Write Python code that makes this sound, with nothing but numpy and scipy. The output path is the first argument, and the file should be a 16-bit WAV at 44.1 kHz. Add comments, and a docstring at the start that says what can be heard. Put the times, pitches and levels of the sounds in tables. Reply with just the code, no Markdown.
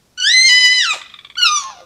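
"""Over a soft night rumble, a fox's long scream climbs, breaks an octave down and ends in a rasp.
Throaty clicks lead to a shorter, falling scream that trails off in a low whine.
The voice comes from vibrating vocal folds, the rasp from air sputtering through the mouth.
A parked car and the walls around the driveway throw the calls back."""
import sys
import numpy as np
from scipy import signal
from scipy.fft import rfft, irfft
from scipy.io import wavfile

SR = 44100
rng = np.random.default_rng(int(sys.argv[2]) if len(sys.argv) > 2 else 0)


def transcribe(signal):
    """Save signal, clipped to [-1, 1], as a 16-bit WAV file at the path in sys.argv[1]."""
    frames = np.atleast_2d(signal).T
    limited = np.clip(frames, -1, 1)
    pcm = np.round(limited * 32767).astype(np.int16)
    wavfile.write(sys.argv[1], SR, pcm)


N = 81585

# The night's tone. Each row: frequency in Hz, relative level in dB.
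NIGHT_TONE = [(25, -11), (65, -1.5), (180, -4), (400, -9),
              (1000, -16), (2500, -21), (5500, -18.5), (14500, -30.5)]
# Nearby echoes. Each row: delay in seconds, level in dB.
ECHOES = [(.0052,-15.5),(0.0114,-11.5),(0.0206,-11),(.027,-21.5),(0.036,-29),(.052,-19.5)]
# The yard's ring. Each row: frequency in Hz, seconds to fade by 60 dB.
YARD_RING = [(600,0.62),(1400,0.86),(2000,0.8),(3500,0.83),(7000,0.59),(12000,0.13)]
# Each row: start in seconds, level in dB, pitch in Hz, share of air from 0 to 1.
CLICKS = [(1.014,-24,1200,0.37),(1.058,-37,1213,.5),(1.0975,-37.5,1103,0.43),(1.139,-29.5,1200,0.22),(1.188,-31.5,1148,.25),(1.2466,-30,1162,.25),(1.299,-32,1142,0.26),(1.354,-31.5,1102,0.12),(1.414,-26.5,1090,0)]
# The throat's tone in clicks and low calls. Each row: frequency in Hz, boost in dB.
CLICK_THROAT = [(500,-23),(1150,-4),(2300,1.5),(2850,-5),(3450,8.5),(4700,-14),(6000,-35),(8000,-17),(9500,-69)]
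LOW_THROAT = [(450,29.5),(800,12),(1200,3),(2500,0),(4000,-1),(6000,1.5),(9000,-85)]
# The screams' low endings. Each row: time in seconds, pitch in Hz, level in dB.
GROWL = [(.925,1105,-30),(.937,899,-31.5),(.948,675,-33),(.975,562,-45)]
WHINE = [(1.62,934,-46.5),(1.67,874,-42),(1.72,830,-37),(1.745,751,-47),(1.808,683,-45),(1.818,512,-43.5),(1.85,500,-54)]
# Rushing air. Each row: time in seconds, level in dB.
LONG_BREATH = [(.17,-52),(.26,-42),(.52,-41),(.78,-45),(.915,-42),(.935,-30),(.965,-34),(1.03,-48),(1.06,-80)]
SHORT_BREATH = [(1.37,-62),(1.43,-46),(1.465,-31),(1.52,-43),(1.62,-38),(1.65,-55),(1.85,-68)]
# Throat snaps as the short scream breaks up. Each row: start in seconds, level in dB.
SNAPS = [(1.47,-24),(1.637,-26.5)]
# The screams' tunes. Each row: time in seconds, pitch in Hz.
LONG_PITCH = [(.175,1417),(.187,1503),(.219,1449),(.245,1532),(.3,1871),(.338,2030),(.4,2048),(.46,2108),(.485,2100),(.494,1976),(.597,2014),(.667,1982),(.745,2021),(.797,1977),(.825,1820),(.86,1387),(.9,1289),(.935,1160)]
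SHORT_PITCH = [(1.368,1351),(1.385,1528),(1.412,1442),(1.44,1434),(1.462,1329),(1.484,1225),(1.555,1199),(1.6,1120),(1.65,1061),(1.69,1077),(1.72,971)]
# Each row: time in seconds, level of the base note in dB, level of its overtones in dB.
LONG_LEVEL = [(.177,-32,-27),(.191,-32,-28),(.198,-34.5,-38),(0.201,-31.5,-19.5),(0.217,-31,-21.5),(0.22,-44,-29),(0.222,-32.5,-17),(0.27,-16,-14.5),(0.307,-17.5,-12.5),(0.331,-24.5,-14.5),(0.346,-10.5,-12.5),(0.399,-13,-10.5),(0.485,-16.5,-12),(0.524,-9,-11),(0.571,-14,-13),(0.632,-16,-12.5),(0.661,-10.5,-9.5),(0.691,-12.5,-16),(0.802,-17.5,-14),(0.876,-24.5,-21.5),(.915,-25,-14.5),(0.929,-20.5,-20.5)]
SHORT_LEVEL = [(1.37,-24.5,-36),(1.385,-31,-16.5),(1.412,-20,-22),(1.434,-19.5,-7),(1.447,-14.5,-18),(1.467,-24,-8.5),(1.498,-20.5,-23.5),(1.537,-18,-19.5),(1.571,-22,-16),(1.601,-32,-30),(1.65,-28,-40),(1.721,-37.5,-47)]
# The throat's tone. Each row: frequency in Hz, boost in dB with the mouth open, then narrowed.
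LONG_THROAT = [(400,-53,-38),(1000,-23.5,7),(1900,-6,-3),(2400,9,7.5),(3170,2,0),(3955,6,6),(4620,-3.5,-10),(5160,3,-11),(6230,-5.5,-8),(7360,-14,-2.5),(8360,-16,-14.5),(10200,-34,-31),(12100,-38,-35),(14400,-62,-63)]
SHORT_THROAT = [(350,-30,-30),(900,-10,-2),(2300,-11,-6.5),(2430,7,2),(2820,13,1),(3496,16.5,3),(4300,12,4),(5260,12.5,-4.5),(5920,1.5,13.5),(6840,-9,5),(7258,-7,-24),(8900,-19,-11),(11540,-20,-30.5),(14400,-48,-44)]
# Tones halfway between the overtones. Each row: time in seconds, relative level in dB.
OCTAVE_BREAK = [(.26,-86),(0.302,-12.5),(.41,-35.5),(0.481,-12),(0.498,6.5),(0.661,7),(0.783,5.5),(.81,-3.5),(0.842,-33)]
# Unsteady vocal folds. Each row: time in seconds, wobble as a share of the pitch.
JITTER = [(.18,.004),(.215,.01),(.3,.005),(.38,.002),(.78,.0013),(.85,.004),(1.4,.003),(1.47,.005),(1.54,.002),(1.62,.007),(1.68,.003)]

LONG_NARROWS_S, SHORT_NARROWS_S = (0.85, .905), (1.473, 1.525)  # the mouth narrows from, to
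ONSET_S, RELEASE_S, CLICK_S = .005, 0.018, 0.0028
JITTER_HZ, TOP_HZ = 225, 15600
SHIMMER_DB_PER_JITTER, FLUTTER_DB_PER_JITTER = 170, 435


def amp(db):
    """Turns decibels into a gain."""
    return 10 ** (np.asarray(db) / 20)


def unit(x):
    """Scales a sound to an average (rms) level of 1."""
    return x / np.sqrt(np.mean(x ** 2) + 1e-20)


def curve(rows, t):
    """Reads each column of a time table at times t."""
    times, *columns = np.transpose(rows)
    return [np.interp(t, times, c) for c in columns]


def colour(points, hz):
    """Reads a frequency table, with octaves evenly spaced."""
    f, value = np.transpose(points)
    return np.interp(np.log(hz + 1), np.log(f + 1), value)


def noise(tone):
    """Noise with the given tone."""
    gains = amp(colour(tone, np.fft.rfftfreq(N, 1 / SR)))
    return unit(irfft(rfft(rng.standard_normal(N)) * gains, N))


def wobble(rate_hz):
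    """Random wavering up to about this rate."""
    damping = 1 + (np.fft.rfftfreq(N, 1 / SR) / rate_hz) ** 4
    return unit(irfft(rfft(rng.standard_normal(N)) / damping, N))


def gate(rows, t):
    """Fades in at a table's first time and out at its last."""
    fade_in = np.clip((t - rows[0][0]) / ONSET_S + .5, 0, 1)
    return fade_in * np.clip((rows[-1][0] - t) / RELEASE_S + .5, 0, 1)


def night(level_db=-57):
    """A steady low rumble with a faint hiss."""
    return amp(level_db) * noise(NIGHT_TONE)


def yard(sound, tail_db=-22.5):
    """The car and walls add quick echoes, then a ring whose highs die first."""
    hz, t, spectrum = signal.stft(rng.standard_normal(SR), SR, nperseg=256)
    fade = amp(-60 * t / colour(YARD_RING, hz)[:, None])
    tail = signal.istft(spectrum * fade, SR, nperseg=256)[1][:SR]
    tail *= np.minimum(np.arange(SR) / SR / 0.016, 1)
    response = amp(tail_db) * tail / np.linalg.norm(tail)
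    response[0] += 1  # the direct sound
    for delay, db in ECHOES:
        response[round(delay * SR)] += amp(db)
    return signal.fftconvolve(sound, response)[:N]


def stack(hz, multiples, db, smear=0.3184):
    """Adds tones at multiples of a pitch; the throat smears each pulse a little."""
    k = multiples[:, None]
    gains = amp(db) * (k * hz < TOP_HZ)
    waves = np.cos(2 * np.pi * k * np.cumsum(hz) / SR - smear * np.pi * k ** 2)
    return np.sqrt(2) * (gains * waves).sum(0) / np.sqrt((gains ** 2).sum(0) + 1e-20)


def voiced(hz, throat):
    """A note and its overtones pass through a throat held still."""
    k = np.arange(1, 10)
    return stack(hz, k, colour(throat, k[:, None] * hz))


def mouth_shapes(throat):
    """Splits a table into the open and the narrowed mouth's tone."""
    hz, wide_db, narrow_db = np.transpose(throat)
    return np.c_[hz, wide_db], np.c_[hz, narrow_db]


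def clicks(rough=.025, sharpness=1.28):
    """A closed throat lets through puffs of air, each with a few cycles of voice."""
    out, time = np.zeros(N), np.arange(N) / SR
    waver = 1 + rough * wobble(rate_hz=565)
    air = noise(CLICK_THROAT)
    for start, db, hz, airy in CLICKS:
        age = (time - start) / CLICK_S  # the click peaks at age 1
        on = (age > 0) & (age < 10)
        swell = (age[on] * np.exp(1 - age[on])) ** sharpness
        voice = voiced(hz * waver[on], CLICK_THROAT)
        out[on] += amp(db) * swell * (np.sqrt(1 - airy) * voice + np.sqrt(airy) * air[on])
    return out


def low_call(rows, rough):
    """Slack vocal folds beat unevenly as the pitch sinks."""
    out, t = np.zeros(N), np.arange(N) / SR
    hz, db = curve(rows, t)
    opening = gate(rows, t)
    on = opening > 0
    hz *= 1 + rough * wobble(rate_hz=380)
    out[on] = voiced(hz[on], LOW_THROAT)
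    return out * opening * amp(db + 3.08 * wobble(rate_hz=223))


def rasp(level, throat, narrowing, snaps=(), sputter_db=3, tone_share=0.69):
    """Air sputters through the narrowing mouth and takes on part of its tone."""
    t = np.arange(N) / SR
    wide, narrow = (noise(shape * [1, tone_share]) for shape in mouth_shapes(throat))
    narrowed = np.interp(t, narrowing, [0, 1])
    flow = gate(level, t) * amp(curve(level, t)[0] + sputter_db * wobble(JITTER_HZ))
    for start, db in snaps:
        flow += amp(db) * (t > start) * np.exp(-abs(t - start) / CLICK_S)
    return flow * (np.sqrt(1 - narrowed) * wide + np.sqrt(narrowed) * narrow)


def scream(pitch, level, throat, narrowing, octave_break=None, quarter_db=-32.5):
    """Tight vocal folds sound through a narrowing mouth."""
    out, time = np.zeros(N), np.arange(N) / SR
    opening = gate(level, time)
    on = opening > 0
    t = time[on]
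    jitter = curve(JITTER, t)[0]
    hz = curve(pitch, t)[0] * (1 + jitter * wobble(JITTER_HZ)[on])
    base_db, overtone_db = curve(level, t)
    k = np.arange(2, 13.)  # multiples of the pitch
    between_db = 0
    if octave_break:  # every other beat differs, adding tones at half and faint quarter steps
        k = np.r_[k, np.arange(.5, 8), np.arange(.75, 4, .5)]
        between, quarter = (k % 1 > 0)[:, None], (k % .5 > 0)[:, None]
        between_db = between * curve(octave_break, t)[0] + quarter * quarter_db
    wide_db, narrow_db = (colour(shape, k[:, None] * hz) for shape in mouth_shapes(throat))
    mouth_db = wide_db + (narrow_db - wide_db) * np.interp(t, narrowing, [0, 1])
    # Unsteady folds make each overtone flutter on its own and the whole voice shimmer.
    flutter = wobble(rate_hz=63.6)
    flutters = np.array([np.roll(flutter, shift)[on] for shift in rng.integers(0, N, len(k))])
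    overtones = stack(hz, k, mouth_db + between_db + FLUTTER_DB_PER_JITTER * jitter * flutters)
    shimmer = amp(SHIMMER_DB_PER_JITTER * jitter * wobble(rate_hz=113)[on])
    out[on] = shimmer * (amp(base_db) * stack(hz, np.ones(1), 0) + amp(overtone_db) * overtones)
    return out * opening


def scene():
    """The fox calls in the yard, over the night background."""
    long = scream(LONG_PITCH, LONG_LEVEL, LONG_THROAT, LONG_NARROWS_S, OCTAVE_BREAK)
    long += rasp(LONG_BREATH, LONG_THROAT, LONG_NARROWS_S)
    short = scream(SHORT_PITCH, SHORT_LEVEL, SHORT_THROAT, SHORT_NARROWS_S)
    short += rasp(SHORT_BREATH, SHORT_THROAT, SHORT_NARROWS_S, SNAPS)
    fox = long + low_call(GROWL, rough=.12) + clicks() + short + low_call(WHINE, rough=.04)
    return (yard(fox) + night())[None]


def record(dry, hardness=10):
    """Rounds off the loudest peaks, then cuts the highest treble."""
    rounded = dry / (1 + abs(dry) ** hardness) ** (1 / hardness)
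    treble_cut = signal.firwin(511, TOP_HZ, window=("kaiser", 9), fs=SR)
    return signal.oaconvolve(rounded, treble_cut[None], "same")


dry = scene()
out = record(dry)
transcribe(out)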